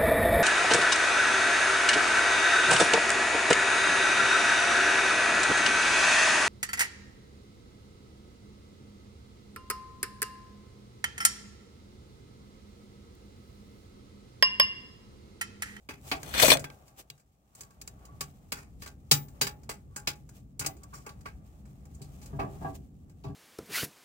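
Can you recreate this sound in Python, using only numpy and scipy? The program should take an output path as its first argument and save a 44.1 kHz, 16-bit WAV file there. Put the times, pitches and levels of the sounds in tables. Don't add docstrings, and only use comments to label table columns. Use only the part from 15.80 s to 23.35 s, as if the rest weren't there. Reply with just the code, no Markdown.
import sys
import numpy as np
from scipy import signal
from scipy.fft import rfft, irfft, next_fast_len
from scipy.io import wavfile
from scipy.ndimage import map_coordinates

SR = 44100
rng = np.random.default_rng(int(sys.argv[2]) if len(sys.argv) > 2 else 0)


def transcribe(signal):
    frames = np.atleast_2d(signal).T
    limited = np.clip(frames, -1, 1)
    pcm = np.round(limited * 32767).astype(np.int16)
    wavfile.write(sys.argv[1], SR, pcm)


N = 332955

# t/s, click level/dB, low clank re click/dB, mid clink re click/dB, t60/s
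CONTACTS = [(0.0887, -39, -6.5, -10, 0.11), (0.3147, -27.5, -5.5, -2, 0.073),
            (0.431, -27.5, -18, -21, 0.024), (0.7709, -26, -12, -7.5, 0.024),
            (0.7939, -27.5, -34, -27, 0.053), (0.842, -32.5, -7.5, -11, .044),
            (0.9011, -45, -4.5, -7, 0.022), (1.3013, -33, -23.5, -4.5, 0.022),
            (1.7505, -37, -28, -35.5, 0.053), (1.8079, -29.5, -28.5, -26.5, 0.06),
            (1.8344, -40, -21, -20.5, 0.031), (2.0144, -30, -30, -22.5, .039),
            (2.076, -27.5, -25.5, -22.5, 0.031), (2.2525, -41, -31, -22.5, 0.049),
            (2.408, -20.5, -21.5, -18, 0.053), (2.7205, -22, -16.5, -14, 0.061),
            (2.768, -44.5, -11, -20, 0.16), (3.0207, -37, -18, -12, 0.093),
            (3.0604, -39, -12, -16.5, 0.071), (3.0757, -37, -22, -13, .042), (3.3129, -5, -26, -12, 0.061),
            (3.3207, -12.5, -20.5, -20, 0.08), (3.6126, -12, -20, -12.5, 0.072),
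            (3.6686, -24.5, -15.5, -11, .055), (3.8923, -28.5, -12.5, -16, 0.087),
            (4.1616, -25, -20, -26, .07), (4.2727, -21, -15, -6.5, 0.068),
            (4.4907, -43.5, -20, -27.5, 0.054), (4.7943, -17.5, -33.5, -27.5, 0.057),
            (4.8101, -36.5, -9.5, -17, 0.13), (4.8464, -37.5, -7, -12.5, 0.077),
            (4.8623, -15, -28.5, -21.5, 0.046), (5.034, -36.5, -28, -26.5, .037),
            (5.1361, -43, -17.5, -22, 0.17), (5.2641, -36, -9, -24, 0.059),
            (5.2919, -43.5, -13, -10.5, 0.058), (5.457, -44, -3, -10, 0.088),
            (5.8539, -54, -14, -25, 0.072), (6.147, -45, -30.5, -38, .068),
            (6.2164, -43, -28.5, -15, 0.089), (6.4265, -45.5, -24.5, -16, 0.075),
            (6.4593, -39.5, -29.5, -20, .057), (6.5953, -47.5, 4, -3, 0.084), (7.438, -55, -15, -3, 0.13)]
# f/Hz, level/dB, t60/s
CALIPER_MODES = [(403, -14, .16), (834, -17, .32), (880, -18, .2), (1130, -9, .17), (1370, -12, .12),
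                 (1435, -10, .14), (1577, -8, .18), (1617, -11, .17), (1760, -10, .13), (2010, -14, .13),
                 (2580, -12, .13), (2790, -14, .13), (3380, -16, .12), (3840, -11, .13), (4670, -12, .12),
                 (6280, -10, .1), (7550, -11, .1)]
# f/Hz, density level/dB
STEEL_SPECTRUM = [(150, -3.5), (400, 1.5), (600, -5.5), (800, 1), (1000, -4.5), (1500, 2), (2700, 3),
                  (3600, -5), (4600, 2.5), (7400, -1), (9500, -5), (11700, -18.5), (13500, -13.5),
                  (15800, -12.5)]
# f/Hz, L-R level/dB
BRAKE_LEAN = [(100, -2.5), (700, 3.5), (1300, -3), (4400, 4), (8000, -0.5), (15000, 4)]
# f/Hz, level/dB, t60/s
SPRING_MODES = [(14992, 0, .27), (15040, -8, .14)]
# t/s, clunk level/dB, suspension boom level/dB, rise/s
CLUNKS = [(0.319, -40.5, -53, .003), (4.859, -45.5, -50.5, 0.0045), (6.204, -63, -42, 0.0049),
          (6.526, -51, -34, 0.0076), (6.589, -34.5, -33, 0.0043), (6.616, -39.5, -32.5, 0.0014),
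          (6.81, -44.5, -42, 0.0087), (6.845, -37, -41, 0.0025), (7.441, -47, -32, 0.004),
          (7.488, -57, -34.5, 0.0037)]
# f/Hz, level/dB, t60/s
HOLLOW_MODES = [(280, -3, .17), (400, -7, .14), (665, -1, .15), (720, -5, .11), (770, 0, .17),
                (835, -3, .24), (900, -5, .12), (990, -6, .11), (1146, -2, .17), (1240, -9, .1),
                (1630, -11, .13)]
# f/Hz, density level/dB
RATTLE_SPECTRUM = [(150, -2.5), (350, 3.5), (520, -5), (750, 5.5), (1150, -2.5), (1400, -9.5), (1700, -12),
                   (2800, -23), (6000, -37)]
# t/s, level/dB, length/s
SLIDES = [(1.843, -67, .15), (2.263, -61, 0.12), (4.2, -62.5, 0.11), (5.038, -55, 0.023),
          (5.139, -43, 0.012), (5.189, -55, 0.027), (5.283, -48.5, 0.033), (5.465, -38.5, 0.011)]
# f/Hz, level/dB, t60/s
PAD_MODES = [(1139, 0, 0.068), (1361, -5, 0.027)]
# f/Hz, level/dB, t60/s
CHASSIS_MODES = [(92, -11, .35), (120, -6, .34), (144, -1, .38), (188, -15, .25), (208, -16, .22),
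                 (280, -13, .2), (400, -11, .18)]
# t/s, friction level/dB, brightness/dB
DRAG = [(0.44, -54.5, -1), (0.53, -43.5, -3), (0.538, -35.5, -16), (0.624, -18, -2), (0.644, -23.5, 2.5),
        (0.722, -22, -5), (0.74, -22.5, -5.5), (0.756, -40.5, 0.5), (0.77, -43, -5.5)]
# t/s, clink level/dB, knock level/dB
BUMPS = [(.539, -29.5, -44), (.548, -30, -29.5), (0.578, -23.5, -36.5), (0.598, -17, -32),
         (0.617, -21.5, -31), (0.6249, -15.5, -24.5), (0.633, -23.5, -12.5), (.654, -18, -32.5),
         (0.6818, -19.5, -14), (0.7023, -11, -21), (0.717, -10.5, -13), (.752, -42.5, -22.5)]
# f/Hz, level/dB, t60/s
TOOL_MODES = [(2498, -4, .06), (2789, -9, .05), (3510, -6, .08), (4180, -3, .07), (4320, -2, .05),
              (4535, -1, .06), (5823, 0, .08), (6280, 0, .07), (7703, -2, .1), (8096, -6, .12),
              (8274, -1, .06), (8753, -2, .08), (9353, 1, .13), (10578, -1, .11), (11280, -5, .07),
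              (12230, -2, .07), (14625, -3, .11)]
# f/Hz, level/dB, t60/s
BENDING_MODES = [(268, -8, .2), (531, -2, .15), (554, -2, .15), (609, -2, .14), (645, 0, .15),
                 (666, 0, .15), (715, -2, .1)]
# f/Hz, density level/dB
GRIT_SPECTRUM = [(120, -35.5), (200, -5.5), (359, -6.5), (644, -13.5), (1220, -3.5), (3460, -2.5),
                 (4900, -9), (6000, -10.5), (6810, -16.5), (7890, -11), (10000, -22.5), (14700, -17),
                 (15800, -35.5)]
# f/Hz, density level/dB
HISS_SPECTRUM = [(3500, -30), (5200, -10.5), (6400, -0.5), (8500, -4), (10500, -4.5), (15000, -5.5)]
# f/Hz, density level/dB
GROUND_SPECTRUM = [(50, -10), (90, -7.5), (170, -9), (260, -0.5), (400, -9), (540, 7.5), (670, -2),
                   (900, 0.5), (1500, -10), (3000, -24), (8000, -73.5)]
# f/Hz, L-R level/dB
TOOL_LEAN = [(100, 3.5), (600, 6.5), (1300, 3), (4000, 4), (8000, 8.5), (15000, 11)]
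# f/Hz, t60/s
ARCH_DECAY = [(150, 0.71), (800, 0.16), (2000, 0.19), (6000, 0.04), (15000, 0.11)]
# t/s, rumble level/dB, handling level/dB
BACKGROUND = [(0.0, -67.5, -76.5), (0.08, -58, -76.5), (0.48, -50, -51), (0.69, -44.5, -48.5),
              (0.88, -59.5, -59), (1.49, -71.5, -81), (2.25, -54.5, -64), (3.11, -54, -76),
              (3.59, -54, -64), (4.22, -53, -78), (4.33, -53, -72.5), (4.84, -53, -79), (5.03, -51.5, -67),
              (5.74, -52.5, -70), (6.14, -51, -69.5), (6.75, -46.5, -58), (7.04, -51.5, -77),
              (7.55, -55, -73.5)]
# t/s, level/dB, length/s
BRUSHES = [(0.284, -52, 0.065), (1.082, -72.5, 0.026), (1.194, -49, 0.028), (1.8, -60.5, .04),
           (3.027, -60, 0.032), (4.575, -64.5, 0.054), (6.387, -69.5, 0.23), (6.87, -64.5, 0.15),
           (6.955, -55.5, 0.017)]
# f/Hz, density level/dB
RUMBLE_SPECTRUM = [(15, -41), (25, -14), (59, 4.5), (108, -4), (141, -0.5), (167, -7), (200, -5),
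                   (226, -9.5), (291, -12.5), (334, -19.5), (406, -21), (700, -37.5), (910, -54.5),
                   (1540, -120)]
# f/Hz, density level/dB
SHUFFLE_SPECTRUM = [(200, -6.5), (400, -4), (800, -1), (1000, -12), (1150, -4.5), (1500, -15.5),
                    (2500, -21), (5000, -36)]
# f/Hz, density level/dB
SLEEVE_SPECTRUM = [(1000, -9), (2500, -1), (4500, -4), (7600, 1), (10500, -6.5), (15500, -2.5)]
# f/Hz, correlation
ALIKE = [(60, .92), (150, .93), (350, .68), (700, .42), (1300, -.5), (2500, -.12), (6000, -.08),
         (15000, .05)]

BLUNT_FROM_DB, BLUNT_RING_HZ, SHARP_RING_HZ = -12, 2350, 7400
RING_DB, RING_HALF_WIDTH_HZ, RING_SCATTER = 5.5, 260, 0.032
EDGE_DB, EDGE_DB_PER_DB = 8, 0.26
RATTLE_KNOTS_PER_S, RATTLE_DEPTH_DB = 170, 2.5
TICK_DB, TICK_HALF_RANGE_DB = 23, 1
TICK_CLANK_DB, TICK_CLINK_DB, TICK_T60_S = -19, -22.5, 0.057
SPRING_DB, SPRING_DB_PER_DB = -24.5, 2.2
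BLOW_BOOM_DB, BUMP_BOOM_DB, CLUNK_BOOM_DB = -22, -23, 2.5
BOOM_LAG_S = 0.004
DRAG_DB, DRAG_BRIGHT_DB, HISS_DB = -2.5, 1.5, -3
DRAG_ATTACK_S, DRAG_LIFT_S, DRAG_RELEASE_S = 0.015, 0.738, 0.017
SLIP_KNOTS_PER_S, SLIP_DEPTH_DB = 160, 2.5
RUMBLE_DB, SHUFFLE_DB = 2, 2
SLEEVE_DB, SLEEVE_DB_PER_DB = -72.5, 0.65
BRUSH_BODY_DB = -4
SETTLE_RISE_S, SETTLE_T60_S, SETTLE_DB_PER_DB = 0.04, 0.33, 0.53
SETTLE_SHUFFLE_DB, SETTLE_SLEEVE_DB = -58.5, -57.5
TOP_HZ = 15850


def caliper():
    cracks, rings = np.zeros((2, N)), np.zeros((2, N))
    t = np.arange(SR // 3) / SR
    casting = uneven(noise(STEEL_SPECTRUM, len(t)), depth_db=6.5, spacing_hz=84.6)
    chatter = unit(amp(RATTLE_DEPTH_DB * wobble(RATTLE_KNOTS_PER_S)))
    for s, db, clank_db, clink_db, t60_s in CONTACTS + stray_ticks(count=18):
        colour = [(200, clank_db + 18), (1500, clank_db + 14.5), (3500, clink_db + 13.0),
                  (7000, -1.3), (13000, EDGE_DB + EDGE_DB_PER_DB * clink_db)]
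        centre_hz = BLUNT_RING_HZ if clank_db > BLUNT_FROM_DB else SHARP_RING_HZ
        ring_hz = centre_hz * np.exp(RING_SCATTER * rng.standard_normal())

        def contact_gain(hz):
            cluster_db = RING_DB / (1 + ((hz - ring_hz) / RING_HALF_WIDTH_HZ) ** 2)
            return amp(along(colour, hz) + cluster_db)

        own = uneven(noise(STEEL_SPECTRUM, len(t)), depth_db=5.0, spacing_hz=96.3)
        crowd = filtered(0.91 * casting + 0.8 * own, contact_gain)
        modes = [(hz, level_db + along(colour, hz), life_s) for hz, level_db, life_s in CALIPER_MODES]
        tones = ring(modes, t, scatter_db=3.5) * (1 - np.exp(-t / 0.0028))
        crack = crowd * fade(t, 0.0039, 0.56 * t60_s)
        add(cracks, s - 0.0008, amp(db - 9.5) * crack)
        freedom = (t60_s / 0.068) ** 0.79
        chatter_here = np.roll(chatter, -round(s * SR))[:len(t)]
        rattle = amp(-6.5) * crowd * fade(t, 0.037, 1.44 * t60_s) * chatter_here
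        add(rings, s - 0.0008, freedom * amp(db - 11.5) * (rattle + tones))
    return placed(cracks + rings, BRAKE_LEAN) + amp(-13) * arch(rings)


def stray_ticks(count):
    sleeve_db = rustle_db()
    ticks = []
    for when, size in rng.random((count, 2)):
        db = sleeve_db[int(when * N)] + TICK_DB + TICK_HALF_RANGE_DB * (2 * size - 1)
        ticks.append((when * N / SR, db, TICK_CLANK_DB, TICK_CLINK_DB, TICK_T60_S))
    return ticks


def spring():
    out, t = np.zeros((2, N)), np.arange(SR // 3) / SR
    hardest_db = max(db for _, db, *_ in CONTACTS)
    for s, db, *_ in CONTACTS:
        level_db = SPRING_DB + SPRING_DB_PER_DB * (db - hardest_db)
        tones = ring(SPRING_MODES, t, scatter_db=0) * (1 - np.exp(-t / 0.003))
        add(out, s, amp(level_db) * tones)
    return out


def clunks():
    out, t = np.zeros((2, N)), np.arange(SR // 3) / SR
    for s, db, _, rise_s in CLUNKS:
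        tones = ring(HOLLOW_MODES, t, scatter_db=3.0) * (1 - np.exp(-t / rise_s))
        rattle = uneven(noise(RATTLE_SPECTRUM, len(t)), depth_db=4, spacing_hz=50) * fade(t, rise_s, 0.17)
        add(out, s, amp(db) * (tones + amp(-3.5) * rattle))
    return out + amp(-6.5) * arch(out)


def pads():
    pressure = sum(swell(s, db, length_s) for s, db, length_s in SLIDES)
    return resonate(pressure * rng.standard_normal((1, N)), PAD_MODES, scatter_db=0)


def chassis():
    out, t = np.zeros((2, N)), np.arange(SR // 2) / SR
    blows = [(s, db + BLOW_BOOM_DB) for s, db, *_ in CONTACTS]
    blows += [(s, db + BUMP_BOOM_DB) for s, _, db in BUMPS]
    blows += [(s, db + CLUNK_BOOM_DB) for s, _, db, _ in CLUNKS]
    for s, db in blows:
        boom = ring(CHASSIS_MODES, t, scatter_db=2.5) * (1 - np.exp(-t / 0.0046))
        add(out, s + BOOM_LAG_S, amp(db) * boom)
    return out * amp([[0.7], [-0.7]])


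def tool():
    friction_db, bright_db = curves(DRAG)
    now, t = np.arange(N) / SR, np.arange(SR // 4) / SR
    bite = np.clip((now - DRAG[0][0]) / DRAG_ATTACK_S + 1, 0, 1)
    release = np.exp(-np.maximum(now - DRAG_LIFT_S, 0) / DRAG_RELEASE_S)
    touching = bite * release * unit(amp(SLIP_DEPTH_DB * wobble(SLIP_KNOTS_PER_S)))
    grit = noise(GRIT_SPECTRUM, N)
    fine = filtered(grit, lambda hz: 1 / (1 + (5000 / (hz + 1)) ** 4))
    coloured = grit + (amp(bright_db + DRAG_BRIGHT_DB) - 1) * fine
    grain = unit(amp(2.2 * wobble(800)))
    force = coloured * touching * amp(friction_db + DRAG_DB) * grain
    knocks = np.zeros((2, N))
    for s, clink_db, knock_db in BUMPS:
        clink = uneven(noise(GRIT_SPECTRUM, len(t)), depth_db=4.5, spacing_hz=203.0)
        add(force, s, amp(clink_db) * clink * fade(t, 0.00035, 0.043))
        knock = noise(GROUND_SPECTRUM, len(t)) * fade(t, 0.00033, 0.037)
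        add(knocks, s, amp(knock_db - 3.5) * knock)
    hiss = amp(friction_db + bright_db + HISS_DB) * touching * noise(HISS_SPECTRUM, N)
    clatter = amp(-1) * force + amp(-2.5) * resonate(force, TOOL_MODES) + hiss
    bending = amp(-14.5) * resonate(knocks, BENDING_MODES)
    return placed(clatter + knocks + bending, TOOL_LEAN)


def arch(x):
    hz, t, z = signal.stft(noise([(100, 0), (15000, 0.003)], SR // 2), SR, nperseg=256)
    decay = np.exp(-np.log(1000) * t / along(ARCH_DECAY, hz)[:, None])
    tail = signal.istft(z * decay, SR, nperseg=256)[1]
    tail = tail * (1 - np.exp(-np.arange(tail.shape[1]) / SR / 0.008))
    return signal.fftconvolve(x, tail / np.linalg.norm(tail[0]), axes=1)[:, :N]


def background():
    rumble_db, handling_db = curves(BACKGROUND)
    unsteady_db = 1.5 * wobble(12)
    rumble = amp(rumble_db + RUMBLE_DB + unsteady_db) * noise(RUMBLE_SPECTRUM, N)
    shifting = amp(SETTLE_SHUFFLE_DB) * settling([(s, db + clank_db) for s, db, clank_db, *_ in CONTACTS])
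    brushing = sum(swell(s, db, length_s) for s, db, length_s in BRUSHES)
    moving = np.hypot(amp(handling_db + SHUFFLE_DB), shifting + amp(BRUSH_BODY_DB) * brushing)
    shuffle = moving * amp(1.0 * wobble(33)) * noise(SHUFFLE_SPECTRUM, N)
    recoil = amp(SETTLE_SLEEVE_DB) * settling([(s, db) for s, db, *_ in CONTACTS])
    rubbing = np.hypot(amp(rustle_db()), recoil) + brushing
    grain = amp(2.0 * wobble(30) + 1.7 * wobble(400))
    sleeve = rubbing * grain * noise(SLEEVE_SPECTRUM, N)
    return (rumble + shuffle + sleeve) * amp([[0.5], [-0.5]])


def rustle_db():
    _, handling_db = curves(BACKGROUND)
    return SLEEVE_DB + SLEEVE_DB_PER_DB * (handling_db - handling_db.mean())


def settling(blows):
    power, t = np.zeros((1, N)), np.arange(SR) / SR
    hardest_db = max(db for _, db in blows)
    for s, db in blows:
        movement = amp(SETTLE_DB_PER_DB * (db - hardest_db)) * fade(t, SETTLE_RISE_S, SETTLE_T60_S)
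        add(power, s, movement[None] ** 2)
    return np.sqrt(power[0])


def ring(modes, t, scatter_db):
    hz, db, t60_s = np.transpose(modes)[:, :, None]
    apart = np.arccos(np.clip(along(ALIKE, hz), -1, 1)) * rng.choice([-1, 1], hz.shape) / 2
    phase = 2 * np.pi * (hz * t + rng.random(hz.shape))
    strength = amp(db + scatter_db * rng.standard_normal(hz.shape))
    size = strength * np.exp(-np.log(1000) * t / t60_s)
    return np.array([(size * np.sin(phase + turn)).sum(0) for turn in (apart, -apart)])


def resonate(force, modes, scatter_db=1.0):
    body = ring(modes, np.arange(SR // 3) / SR, scatter_db)
    return signal.fftconvolve(force, body / np.linalg.norm(body[0]), axes=1)[:, :N]


def uneven(x, depth_db, spacing_hz):
    strengths = rng.standard_normal(1024)
    knots = np.arange(len(strengths))
    y = filtered(x, lambda hz: amp(depth_db * np.interp(hz / spacing_hz, knots, strengths)))
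    return y * x.std() / y.std()


def noise(spectrum, size):
    def mid_side_gain(hz):
        turn = np.arccos(np.clip(along(ALIKE, hz), -1, 1)) / 2
        return amp(along(spectrum, hz)) * [np.cos(turn), np.sin(turn)]

    mid, side = filtered(rng.standard_normal((2, size)), mid_side_gain)
    return unit(np.array([mid + side, mid - side]))


def placed(x, lean):
    return filtered(x, lambda hz: amp(np.outer([0.5, -0.5], along(lean, hz))))


def filtered(x, response):
    n = x.shape[-1]
    m = next_fast_len(n + 4096)
    return irfft(rfft(x, m) * response(np.fft.rfftfreq(m, 1 / SR)), m)[..., :n]


def fade(t, rise_s, t60_s):
    shape = (1 - np.exp(-t / rise_s)) * np.exp(-np.log(1000) * t / t60_s)
    return shape / shape.max()


def swell(s, db, length_s):
    return amp(db) * np.exp(-2 * ((np.arange(N) / SR - s) / length_s) ** 2)


def wobble(knots_per_s):
    knots = rng.standard_normal(int(N * knots_per_s / SR) + 4)
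    return map_coordinates(knots, [np.arange(N) * knots_per_s / SR])


def curves(rows):
    s, *columns = np.transpose(rows)
    return [np.interp(np.arange(N) / SR, s, column) for column in columns]


def along(points, hz):
    f, v = np.transpose(points)
    return np.interp(np.log(hz + 1), np.log(f + 1), v)


def amp(db):
    return 10 ** (np.asarray(db) / 20)


def unit(x):
    return x / np.sqrt(np.mean(x ** 2) + 1e-20)


def add(track, s, sound):
    part = track[:, max(round(s * SR), 0):][:, :sound.shape[1]]
    part += sound[:, :part.shape[1]]


def scene():
    dragged = tool()
    brake = caliper() + spring() + clunks() + pads() + chassis()
    return brake + dragged + amp(-20.0) * arch(dragged) + background()


def record(dry):
    thinned = signal.sosfilt(signal.butter(4, 38, "high", fs=SR, output="sos"), dry)
    rounded = thinned / (1 + np.abs(thinned / 0.9) ** 6) ** (1 / 6)
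    return filtered(rounded, lambda hz: np.clip((TOP_HZ - hz) / 200 + 0.5, 0, 1))


dry = scene()
out = record(dry)
transcribe(out)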